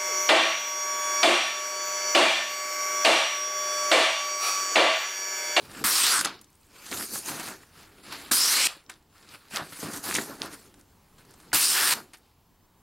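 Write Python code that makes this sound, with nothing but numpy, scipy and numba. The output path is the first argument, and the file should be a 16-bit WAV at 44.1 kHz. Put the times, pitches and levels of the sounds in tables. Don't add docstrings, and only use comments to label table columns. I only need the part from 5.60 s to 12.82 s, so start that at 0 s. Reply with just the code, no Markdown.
import sys
import numpy as np
from scipy import signal
from scipy.fft import rfft, irfft, next_fast_len
from scipy.io import wavfile
from scipy.ndimage import uniform_filter1d
from numba import njit

SR = 44100
rng = np.random.default_rng(int(sys.argv[2]) if len(sys.argv) > 2 else 0)


def gain_from_decibels(decibels):
    exponent = np.asarray(decibels, float) / 20
    return 10 ** exponent


def generate_wav(sig):
    pcm = np.round(np.clip(np.atleast_2d(sig).T, -1, 1) * 32767).astype(np.int16)
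    wavfile.write(sys.argv[1], SR, pcm)


N = 318402


def rms_one(x):
    return x / np.sqrt(np.mean(x ** 2) + 1e-20)


def in_time(tables, edge_s):
    t, gate = np.arange(N) / SR, 0
    for rows in tables:
        inside_s = np.minimum(t - rows[0][0], rows[-1][0] - t)
        gate = gate + np.clip(inside_s / edge_s + 1, 0, 1)
    s, *columns = np.transpose(np.vstack(tables))
    return np.minimum(gate, 1), [np.interp(t, s, c) for c in columns]


def swells(rows, fall_db_s):
    t = np.arange(0, N + 32, 32) / SR
    start, end, level_db, rise = np.transpose(rows)[:, :, None]
    rising_db = np.abs(rise) * np.maximum(start - t, 0)
    falling_db = fall_db_s * np.maximum(t - end, 0)
    each_db = level_db - rising_db - falling_db
    return np.interp(np.arange(N) / SR, t, np.sqrt(np.sum(gain_from_decibels(2 * each_db), axis=0)))


def drift(rate):
    r = np.exp(-40 * np.pi * rate / SR)
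    noise = rng.standard_normal(N // 20 + 2002)
    slow = signal.lfilter([1], [1, -2 * r, r * r], noise)[2000:]
    return np.interp(np.arange(N) / 20, np.arange(len(slow)), rms_one(slow))


def ticks(per_s, spread_db, hiss):
    sizes = gain_from_decibels(spread_db * np.minimum(rng.exponential(1, N), 4)) * rng.choice([-1, 1], N)
    impulses = sizes * (rng.random(N) < per_s / SR)
    return rms_one(rms_one(impulses) + hiss * rng.standard_normal(N))


def colour(x, spectrum, patchy_db, rate, count=3):
    hz, level_db = np.transpose(spectrum)
    bands = int(count * np.log2(hz[-1] / hz[0])) + 1
    edges = np.geomspace(hz[0], min(hz[-1], 19000), bands + 1)
    out = 0
    for k, (low, high) in enumerate(zip(edges, edges[1:])):
        band = signal.sosfilt(signal.butter(2, [low, high], "band", fs=SR, output="sos"), x)
        band_db = np.interp(np.log(low * high) / 2, np.log(hz), level_db)
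        out = out + (-1) ** k * band * gain_from_decibels(band_db + patchy_db * drift(rate))
    return rms_one(out)


@njit
def gliding_ring(x, turn, r):
    y = np.zeros(len(x))
    for i in range(2, len(x)):
        y[i] = x[i] - x[i - 2] + 2 * r * np.cos(turn[i]) * y[i - 1] - r * r * y[i - 2]
    return y


# frequency_hz, density_db (per Hz)
ROOM_TONE = [(12, -31), (20, -8.5), (44, -15.5), (84, -10.5), (114, -15), (174, -13.5), (381, -23),
             (415, -18), (534, -28.5), (910, -21), (1430, -32), (6870, -37.5), (7690, -40.5), (8600, -39.5),
             (16400, -36.5)]
# frequency_hz, level_db
WHINES = [(91.5, -70.5), (899.0, -84), (3074, -86), (7407, -82), (15735, -81)]


def room_tone(paper, knee_db=-45, share=0.35, release_db_s=2.5):
    t = np.arange(N) / SR
    level_db = 10 * np.log10(uniform_filter1d(paper ** 2, size=1024) + 1e-12)
    over_db = share * np.maximum(level_db - knee_db, 0)
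    ramp = release_db_s * t
    held_db = np.maximum.accumulate(over_db + ramp) - ramp
    air = gain_from_decibels(-61) * colour(rng.standard_normal(N), ROOM_TONE, patchy_db=1.2, rate=3)
    whines = 0
    for hz, level in WHINES:
        whines = whines + gain_from_decibels(level + 1.6 * drift(6)) * np.sin(2 * np.pi * hz * t + 0.57 * drift(2.1))
    return gain_from_decibels(6.0 - held_db) * (air + whines)


# frequency_hz, density_db (per Hz)
FLEX = [(24, -58), (40, -24), (124, -7), (301, 0), (417, -4), (638, -15), (680, 0), (800, -14.5),
        (1040, -50.5), (1760, -120)]
# frequency_hz, density_db (per Hz)
RUSTLE = [(290, -10), (500, -7.5), (888, -6), (1450, 1.5), (1780, -6), (2870, -2), (3360, -11), (4000, -5),
          (5200, -8.5), (8800, -120)]
# frequency_hz, density_db (per Hz)
SLIDE = [(1760, -40), (3000, -13), (3360, -26.5), (4220, 5), (4900, 3.5), (5570, 2), (6510, 5), (8590, 2.5),
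         (9690, 7), (10600, 0.5), (12900, 2), (15100, -4), (16100, -20.5), (16400, -35)]
# start_s, end_s, level_db, rise_db_per_s
BENDS = [(0.0, .14, -52, 100), (0.19, .228, -43.5, 200), (0.62, .69, -47, 300), (1.17, 1.3, -60, 96.5),
         (1.316, 1.345, -37.5, 1500), (1.518, 1.56, -46, 893), (1.708, 1.74, -40, 317),
         (1.904, 1.91, -46, 146.5), (2.18, 2.4, -62.5, 260), (2.53, 2.67, -51.5, 76.5),
         (3.285, 3.33, -63, 249), (3.58, 3.67, -67.5, 304), (3.744, 3.75, -58.5, 100.5),
         (3.93, 3.96, -56.5, 393), (4.015, 4.02, -47, 217), (4.232, 4.29, -41.5, 1500),
         (4.33, 4.36, -47, 300), (4.46, 4.53, -43, 599), (4.58, 4.6, -39, 198.5), (4.69, 4.74, -47.5, 400),
         (4.806, 4.87, -45, 1000), (4.92, 4.97, -60, 200), (5.0, 5.2, -62, 100), (5.35, 5.66, -75.5, 99),
         (5.87, 5.9, -58, 30), (6.36, 6.37, -46.5, 301)]
# start_s, end_s, rustle_db, skin_over_rustle_db, rise_db_per_s
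GUIDING = [(0.0, 0.11, -57.5, -1.5, 290), (0.127, 0.11, -54.5, -3, 194), (0.175, 0.2, -45.5, -2.5, 128),
           (0.606, 0.6, -37, 2, 300), (0.647, 0.67, -33, -16, 800), (0.927, 1.26, -70, -1.5, 94),
           (1.998, 2.23, -62, -4.5, 200), (2.183, 2.23, -53.5, -4, 328), (2.21, 2.4, -60, -5, 200),
           (2.439, 2.7, -49, -8, 900), (2.53, 2.62, -46, -7.5, 303), (3.088, 3.126, -43.5, -9, 303),
           (3.236, 3.2, -71.5, -1, 900), (3.3, 3.327, -58, -6.5, 4000), (3.56, 3.93, -60, -6.5, 249),
           (5.013, 5.08, -60, -1.5, 200), (5.302, 5.74, -71, -1, 197), (5.589, 5.6, -60.5, -5, 805),
           (5.66, 6.7, -68, -5, 90), (5.84, 5.84, -58.5, -0.3, 106), (6.345, 6.36, -49, 7, 300),
           (5.215, 5.2, -63.5, 1, 203)]
# start_s, end_s, rustle_db, skin_over_rustle_db, rise_db_per_s
REGRIPS = [(1.199, 1.218, -52, -1.5, 235), (1.259, 1.284, -48, -1.5, 114), (1.32, 1.331, -51, 1, 1497),
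           (1.339, 1.388, -43.5, 7, 247.5), (1.42, 1.47, -45.5, 8.5, 299.5), (1.549, 1.575, -42.5, 12, 250),
           (1.659, 1.692, -48, 11.5, 800), (1.722, 1.728, -46, 4, 300), (1.699, 1.897, -41, 0.5, 148.5),
           (3.908, 3.941, -51, 1, 1998), (4.03, 4.083, -54.5, 3, 300), (3.969, 3.958, -31.5, -11.5, 901.5),
           (4.124, 4.17, -49.5, -3.5, 2000), (4.207, 4.239, -44, 4.5, 120), (4.218, 4.278, -49, -4, 1500),
           (4.328, 4.369, -46.5, 6, 200), (4.442, 4.494, -40, 6.5, 899.5), (4.544, 4.57, -34.5, 0, 282.5),
           (4.621, 4.635, -52.5, 15.5, 201.5), (4.688, 4.762, -54, 4.5, 204), (4.82, 4.846, -42, -2.5, 700),
           (4.923, 4.943, -51, 1, 500)]
# start_s, end_s, level_db, rise_db_per_s
TAPS = [(3.2965, 3.302, -43.5, 6000), (3.72, 3.755, -53, 250), (6.535, 6.547, -50.5, 5000),
        (1.316, 1.33, -40, 5000), (4.124, 4.135, -47.5, 4000), (2.524, 2.53, -43, 4000),
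        (3.948, 3.975, -38.5, 900)]


def handling():
    hush_s = 0.0059
    resting, _ = in_time([[(c[0][0] - hush_s, 0), (c[-1][0], 0)] for c in CUTS], edge_s=0.0013)
    clumps = drift(28)
    flex = gain_from_decibels(1.6 * clumps) * colour(rng.standard_normal(N), FLEX, patchy_db=1.8, rate=12)
    folds = ticks(2500 * gain_from_decibels(2.7 * clumps), spread_db=5.0, hiss=1.29)
    skin = ticks(4000 * gain_from_decibels(2.2 * clumps), spread_db=3.5, hiss=0.92)
    rustle = gain_from_decibels(1.3 * clumps) * colour(folds, RUSTLE, patchy_db=2.5, rate=12)
    slide = gain_from_decibels(0.51 * clumps) * colour(skin, SLIDE, patchy_db=3.0, rate=14, count=6)

    dull = signal.butter(4, 1700, fs=SR, output="sos")
    body = gain_from_decibels(-6.5) * signal.sosfilt(dull, rustle[::-1])

    edge, edge_width_hz = 0, 450
    for hz in (4600, 7500, 9500):
        turn = np.full(N, 2 * np.pi * hz / SR)
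        edge = edge + rms_one(gliding_ring(skin[::-1].copy(), turn, np.exp(-np.pi * edge_width_hz / SR)))
    edge = edge * (np.digitize(np.arange(N) / SR, (2.4, 3.8)) == 1)

    def skin_swells(rows):
        return swells([(a, b, db + skin_db, rise) for a, b, db, skin_db, rise in rows], fall_db_s=219)

    guided, gripped = skin_swells(GUIDING), skin_swells(REGRIPS)
    rustling = swells([(a, b, db, rise) for a, b, db, _, rise in GUIDING + REGRIPS], fall_db_s=201)
    out = swells(BENDS, fall_db_s=134) * (flex + body)
    out += rustling * rustle
    out += swells(TAPS, fall_db_s=800.5) * (rustle + gain_from_decibels(-6.5) * slide)
    out += (guided + gripped) * slide
    out += gain_from_decibels(-5) * guided * edge
    return (1 - resting) * out


# start_s, peak_db, pitch_hz
SETTLING = [(0.115, -39.5, 1240), (0.843, -45.5, 10000), (2.613, -41, 9300), (3.425, -57, 763.7),
            (3.9105, -40, 781), (5.141, -43.5, 1490), (5.5824, -48, 950), (5.65, -49, 1215),
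            (5.7384, -44, 1002), (5.8007, -42.5, 1202)]
# start_s, peak_db, pitch_hz, brightness_db
SNAPS = [(0.2408, -13.5, 1560, -19.5), (0.591, -14.5, 7970, -3), (0.601, -18, 7850, -5.5),
         (0.61, -9, 8400, -15), (0.647, -15, 1540, -1.5), (0.6564, -13, 1410, -26), (0.813, -32, 9600, -19),
         (1.263, -30, 7640, -11), (1.3139, -28, 999, -20), (1.3264, -23.5, 1445, -29.5),
         (1.7962, -21.5, 1157, -12), (1.556, -26.5, 1200, -27), (1.373, -22.5, 4400, -20),
         (1.716, -27, 1300, -25), (2.032, -38.5, 1440, -38), (2.5236, -30, 1420, -7),
         (2.7135, -10, 1300, -7), (3.2965, -31, 1360, -3), (3.6885, -36, 4500, -26),
         (3.9359, -27, 1527, -18), (4.123, -32.5, 1340, -16), (4.541, -19, 6000, -7),
         (4.5506, -14.5, 2700, -1), (4.565, -15.5, 3000, -3.5), (4.584, -12.5, 1480, -22),
         (4.9285, -38.5, 5370, -19), (5.917, -33.5, 2110, -31), (5.9301, -11.5, 1330, -14),
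         (6.5345, -35.5, 2660, -6), (6.571, -44, 9000, -14)]


def snaps():
    out, t = np.zeros(N + 2000), np.arange(2000) / SR
    rows = SNAPS + [(*row, -4) for row in SETTLING]
    bursts = rng.standard_normal((len(rows), 2000))
    bright = signal.butter(3, [3300, 10000], "band", fs=SR, output="sos")
    for (s, peak_db, hz, bright_db), burst in zip(rows, bursts):
        burst = burst * np.exp(-t / 0.0046) * (1 - np.exp(-t / 0.0001))
        r = np.exp(-np.pi * .8 * hz / SR)
        poles = [1, -2 * r * np.cos(2 * np.pi * hz / SR), r * r]
        body = signal.lfilter([1, 0, -1], poles, burst)
        body = signal.lfilter([1], poles, body)
        tick = signal.sosfilt(bright, burst)
        thump_db = -17.5 - 0.1 * peak_db
        thump = gain_from_decibels(thump_db) * np.sin(2 * np.pi * 290 * t) * np.exp(-t / 0.006)
        snap = 1.08 * body / np.abs(body).max() + gain_from_decibels(bright_db + 9.0) * tick / np.abs(tick).max() + thump
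        at = round(s * SR)
        out[at:at + 2000] += gain_from_decibels(peak_db - 5.0) * snap
    return out[:N]


def flap_modes(width_hz, wander, swell_db, tilt_db, count=14):
    out, fibres = 0, ticks(8000, spread_db=8.0, hiss=0.75)
    for k, hz in enumerate(np.linspace(2500, 12800, count)):
        turn = 2 * np.pi * hz * (1 + wander * drift(2.2)) / SR
        ring = gliding_ring(fibres, turn, np.exp(-np.pi * width_hz * (1 + hz / 20000) / SR))
        out = out + (-1) ** k * gain_from_decibels(swell_db * drift(1.25) + tilt_db * k / count) * rms_one(ring)
    return rms_one(out)


# start_s, end_s, from_hz, to_hz, level_db (against tearing)
RIDGES = [(.26, .43, 5900, 4800, -9), (.39, .57, 2600, 5600, -9), (.37, .47, 9300, 8000, -6),
          (.52, .63, 8900, 7800, -3), (2.71, 2.83, 9000, 10000, -4), (2.71, 2.79, 12200, 13200, -6),
          (2.73, 2.96, 4600, 6200, -1), (2.77, 2.91, 6700, 7800, -8), (2.84, 3.09, 4200, 4300, -7),
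          (2.88, 2.95, 9300, 9600, -4), (2.94, 3.1, 2700, 3300, -8), (2.83, 3.0, 11600, 12200, -9),
          (3.01, 3.09, 8000, 8600, -6), (2.96, 3.08, 4300, 5600, -8), (5.965, 6.025, 13000, 9500, -5),
          (5.99, 6.16, 9300, 8700, -3), (6.0, 6.16, 4600, 5500, -5), (6.19, 6.36, 9800, 8400, -8),
          (6.1, 6.24, 3400, 2200, -14), (.26, .34, 12000, 12800, -9), (.25, .33, 8500, 9500, -9),
          (.48, .6, 11000, 10000, -9), (6.17, 6.3, 5200, 5600, -12)]


def ridges(width_share=.07, level_db=1.0):
    out, fibres = np.zeros(N), ticks(12000, spread_db=-3.0, hiss=0.26)
    for start, end, from_hz, to_hz, ridge_db in RIDGES:
        a, b = round(start * SR), round(end * SR)
        turn = 2 * np.pi * np.linspace(from_hz, to_hz, b - a) / SR
        r = np.exp(-np.pi * (380 + width_share * to_hz) / SR)
        ring = gliding_ring(gliding_ring(fibres[a:b], turn, r), turn, r)
        out[a:b] += gain_from_decibels(ridge_db + level_db) * np.sqrt(np.hanning(b - a)) * rms_one(ring)
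    return out


# time_s, tearing_db, flap_looseness_db, tautness_db
CUTS = [
    [(0.241, -21, -2, -2), (0.303, -22, -4.5, -4), (0.363, -21, -29.5, 2.5), (0.411, -20, -38, -6),
     (0.47, -20.5, -19.5, -14), (0.537, -20.5, 2.5, -18), (0.583, -23, 5, -4.5), (0.614, -33.5, 16.5, -8.5)],
    [(2.712, -32.5, 4.5, 1.5), (2.718, -18.5, -15.5, 5), (2.786, -21.5, -25, -2), (2.838, -20.5, -14.5, 5),
     (2.926, -21, -7, -3), (2.99, -22, -0.5, -1.5), (3.062, -20.5, 2.5, 6), (3.072, -17.5, 3, -8)],
    [(5.931, -23.5, 1, 7.5), (5.947, -16, -8.5, -5.5), (5.983, -22.5, -43, -4.5), (6.045, -20, -49, 3),
     (6.099, -21.5, -28.5, 4), (6.15, -22, -2.5, -2), (6.249, -21.5, -4.5, -33),
     (6.338, -20.5, -5.5, -17.5)],
]
# flap_from_hz, flap_to_hz, sizzle_from_db, sizzle_to_db
STROKES = [
    (1480, 1370, 11.5, -4),
    (1300, 2410, 9, -5),
    (1580, 1670, 11, 5.5),
]
# frequency_hz, density_db (per Hz)
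TEARING = [(59, -50), (100, -42), (375, -6.5), (506, -9), (728, -6), (1140, 3), (3040, -3.5), (5070, 2.5),
           (6550, -5), (7450, 1), (9420, -5.5), (15100, -14), (16400, -27)]
RING_WIDTH_HZ = (670, 2600, 5600)


def cut():
    gate, (tear_db, loose_db, taut_db) = in_time(CUTS, edge_s=0.002)
    strokes = [[(c[0][0], s[0], s[2]), (c[-1][0], s[1], s[3])] for c, s in zip(CUTS, STROKES)]
    _, (flap_hz, sizzle_db) = in_time(strokes, edge_s=1)
    judder = gain_from_decibels(0.78 * drift(58))
    fibres = ticks(6000, spread_db=4.5, hiss=0.69)
    bed = gain_from_decibels(-3.5) * colour(fibres, TEARING, patchy_db=-0.5, rate=26, count=4)
    bed = bed + gain_from_decibels(-9) * flap_modes(width_hz=380, wander=.03, swell_db=2.2, tilt_db=-3)
    top = signal.sosfilt(signal.butter(2, 10500, "high", fs=SR, output="sos"), bed)
    low = signal.sosfilt(signal.butter(2, 2300, fs=SR, output="sos"), bed)
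    dulling = gain_from_decibels(0.13 * np.minimum(loose_db, 0))
    out = bed + (gain_from_decibels(sizzle_db) - 1) * top + (dulling - 1) * low

    centres = flap_hz, np.full(N, 4650), np.full(N, 7910)
    levels = loose_db, taut_db, taut_db + 1
    for hz, ring_db, width_hz in zip(centres, levels, RING_WIDTH_HZ):
        turn, r = 2 * np.pi * hz / SR, np.exp(-np.pi * width_hz / SR)
        drive = ticks(7000, spread_db=7.5, hiss=1.0)
        ring = gliding_ring(gliding_ring(drive, turn, r), turn, r)
        out += gain_from_decibels(ring_db - 7.5) * rms_one(ring)
    out += ridges()
    evened = out / np.sqrt(uniform_filter1d(out ** 2, size=900))
    return gate * gain_from_decibels(tear_db) * judder * evened


def cut_flex():
    gate, (tear_db, *_) = in_time(CUTS, edge_s=0.0086)
    bite = 1 + swells([(c[0][0], c[0][0] + 0.0082, 13, 4000) for c in CUTS], fall_db_s=700)
    shudder = colour(rng.standard_normal(N), FLEX, patchy_db=2.5, rate=9)
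    return gate * bite * gain_from_decibels(tear_db - 29) * shudder


# start_s, peak_db, pitch_hz
POPS = [(0.6123, -15.5, 1510), (0.6515, -8.5, 4120), (1.314, -20.5, 4650), (1.327, -20, 2300),
        (1.4094, -25.5, 1500), (1.557, -27, 1300), (3.96, -10, 5270), (3.9707, -11.5, 3760),
        (4.5108, -17.5, 1580), (4.526, -19.5, 1700), (4.558, -13.5, 2904), (4.561, -14, 2140),
        (4.818, -10.5, 4030)]


def pops(cycles=0.72):
    out, t = np.zeros(N), np.arange(-100, 100) / SR
    for s, peak_db, hz in POPS:
        swing = np.cos(2 * np.pi * hz * t + 0.47) * np.exp(-(t * hz / cycles) ** 2)
        sharp_edge = np.cos(2 * np.pi * 1.8 * hz * t) * np.exp(-(t * 1.4 * hz / cycles) ** 2)
        at = round((s + 0.000894) * SR)
        out[at - 100:at + 100] += gain_from_decibels(peak_db + 1.0) * (swing + 0.25 * sharp_edge)
    return out


# start_s, peak_db, pitch_hz
TICKS = [(0.7923, -43.5, 5040), (0.903, -49, 10400), (0.9298, -51.5, 7700), (0.942, -53, 8500),
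         (0.9532, -49, 9100), (1.0118, -55, 10300), (1.0322, -51, 4690), (1.0676, -48, 9640),
         (2.4658, -46, 9420), (2.5136, -43, 11000), (2.5238, -31, 11500), (2.581, -44, 11500),
         (2.588, -37, 11000), (2.622, -39, 11500), (2.637, -42.5, 11000), (2.651, -37.5, 10500),
         (2.681, -43.5, 12200), (3.169, -47.5, 12000), (3.2395, -54, 9000), (3.2634, -45, 4460),
         (3.3393, -42, 4440), (3.5583, -54, 4440), (3.5812, -44, 4849), (3.6265, -46, 4750),
         (3.7119, -47, 4850), (3.884, -48.5, 6560), (3.9655, -25.5, 8950), (4.407, -42.5, 8000),
         (4.43, -36, 9500), (4.859, -34.5, 10500), (4.948, -42, 10000), (5.1969, -51, 8210),
         (5.2114, -45, 7000), (5.7092, -44.5, 8810), (5.716, -49.5, 6117), (6.581, -50, 10000),
         (6.586, -52.5, 10570), (0.657, -16, 7300)]


def crease_ticks(width_share=0.58, decay_ms=1.8):
    out, t = np.zeros(N + 3000), np.arange(3000) / SR
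    for (s, peak_db, hz), burst in zip(TICKS, rng.standard_normal((len(TICKS), 3000))):
        edges = [hz * (1 - width_share / 2), min(hz * (1 + width_share / 2), 18000)]
        band = signal.butter(2, edges, "band", fs=SR, output="sos")
        tick = signal.sosfilt(band, burst * np.exp(-t * 1000 / decay_ms))
        at = round(s * SR)
        out[at:at + 3000] += gain_from_decibels(peak_db) * tick / np.abs(tick).max()
    return out[:N]


# start_s, end_s, level_db, rise_db_per_s
CRUMPLES = [(0.66, 0.7, -43.5, 502), (1.4, 1.415, -45, 600), (1.7, 1.74, -43, 300),
            (1.78, 1.82, -43.5, 300), (1.87, 1.92, -44, 300), (3.975, 4.012, -37, 600),
            (4.228, 4.29, -42, 1500), (4.33, 4.37, -46, 200.5), (4.47, 4.5, -39, 302),
            (4.59, 4.62, -41.5, 399), (4.68, 4.74, -47, 400), (4.82, 4.87, -43, 402),
            (4.89, 4.9, -51.5, 300), (6.345, 6.39, -44, 502.5)]


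def crumples():
    band = signal.butter(4, (600, 1800), "band", fs=SR, output="sos")
    lumps = signal.sosfilt(band, ticks(1400, spread_db=4.0, hiss=0.7))
    return swells(CRUMPLES, fall_db_s=403) * rms_one(lumps)


# start_s, peak_db, pitch_hz
KNOCKS = [(1.327, -31, 280), (1.515, -36.5, 300), (1.727, -32.5, 330), (3.166, -42.5, 330),
          (3.935, -34.5, 221), (3.995, -28.5, 347), (4.014, -34.5, 160), (4.123, -42, 167),
          (4.19, -36, 300), (4.228, -26.5, 245), (4.245, -28.5, 170), (4.282, -30.5, 230),
          (4.345, -45, 200), (4.46, -36, 200), (4.545, -34.5, 280), (4.582, -25.5, 221),
          (4.695, -30.5, 330), (4.808, -30, 250), (4.845, -29.5, 330), (4.873, -39, 200), (5.934, -27, 300)]


def knocks(decay_cycles=2.2, rise_ms=1.8):
    out, t = np.zeros(N + 3000), np.arange(3000) / SR
    for s, peak_db, hz in KNOCKS:
        phase = 2 * np.pi * hz * t
        swings = np.sin(phase) + 0.68 * np.sin(1.7 * phase) - 0.4 * np.sin(0.55 * phase)
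        shape = np.exp(-t * hz / decay_cycles) * (1 - np.exp(-t * 1000 / rise_ms))
        at = round(s * SR)
        out[at:at + 3000] += gain_from_decibels(peak_db - 1.5) * swings * shape
    return out[:N]


def room(x, t60_s=0.24, wall_cut_hz=11000):
    size = next_fast_len(N + SR)
    turn = 2j * np.pi * np.arange(size // 2 + 1) / size
    dull = np.exp(-2 * np.pi * wall_cut_hz / SR)
    wall = (1 - dull) / (1 - dull * np.exp(-turn))
    echoes = 0
    for k, lag in enumerate(np.geomspace(.0071, .031, 10) * SR):
        loop = gain_from_decibels(-60 * lag / SR / t60_s) * wall * np.exp(-turn * round(lag))
        echoes = echoes + (-1) ** k * loop / (1 - loop)
    return irfft(rfft(x, size) * echoes, size)[:N]


# frequency_hz, level_db
PORT_DIFFERENCE = [(60, -26), (600, -1), (1200, -31), (4000, -36), (5500, 6), (10500, -5.5), (13000, -17)]


def scene():
    blade = cut() + cut_flex() + snaps() + pops() + crease_ticks() + knocks()
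    hands = handling() + crumples()
    diffuse = room(gain_from_decibels(-23.0) * blade + gain_from_decibels(-25.5) * hands) + room_tone(blade + hands)
    late = np.concatenate([np.zeros(310), diffuse[:-310]])
    side = gain_from_decibels(-54.5) * colour(late, PORT_DIFFERENCE, patchy_db=11.0, rate=9, count=4)
    mid = blade + hands + diffuse
    return np.array([mid + side, mid - side])


def top_cut(x):
    return signal.sosfilt(signal.butter(12, 16800, fs=SR, output="sos"), x)


def record(dry):
    limited = 0.38 * np.tanh(dry / 0.42)
    low_pass = signal.cheby2(24, 45, 16060, fs=SR, output="sos")
    mix = signal.sosfilt(low_pass, limited)
    return top_cut(mix)


dry = scene()
out = record(dry)
generate_wav(out)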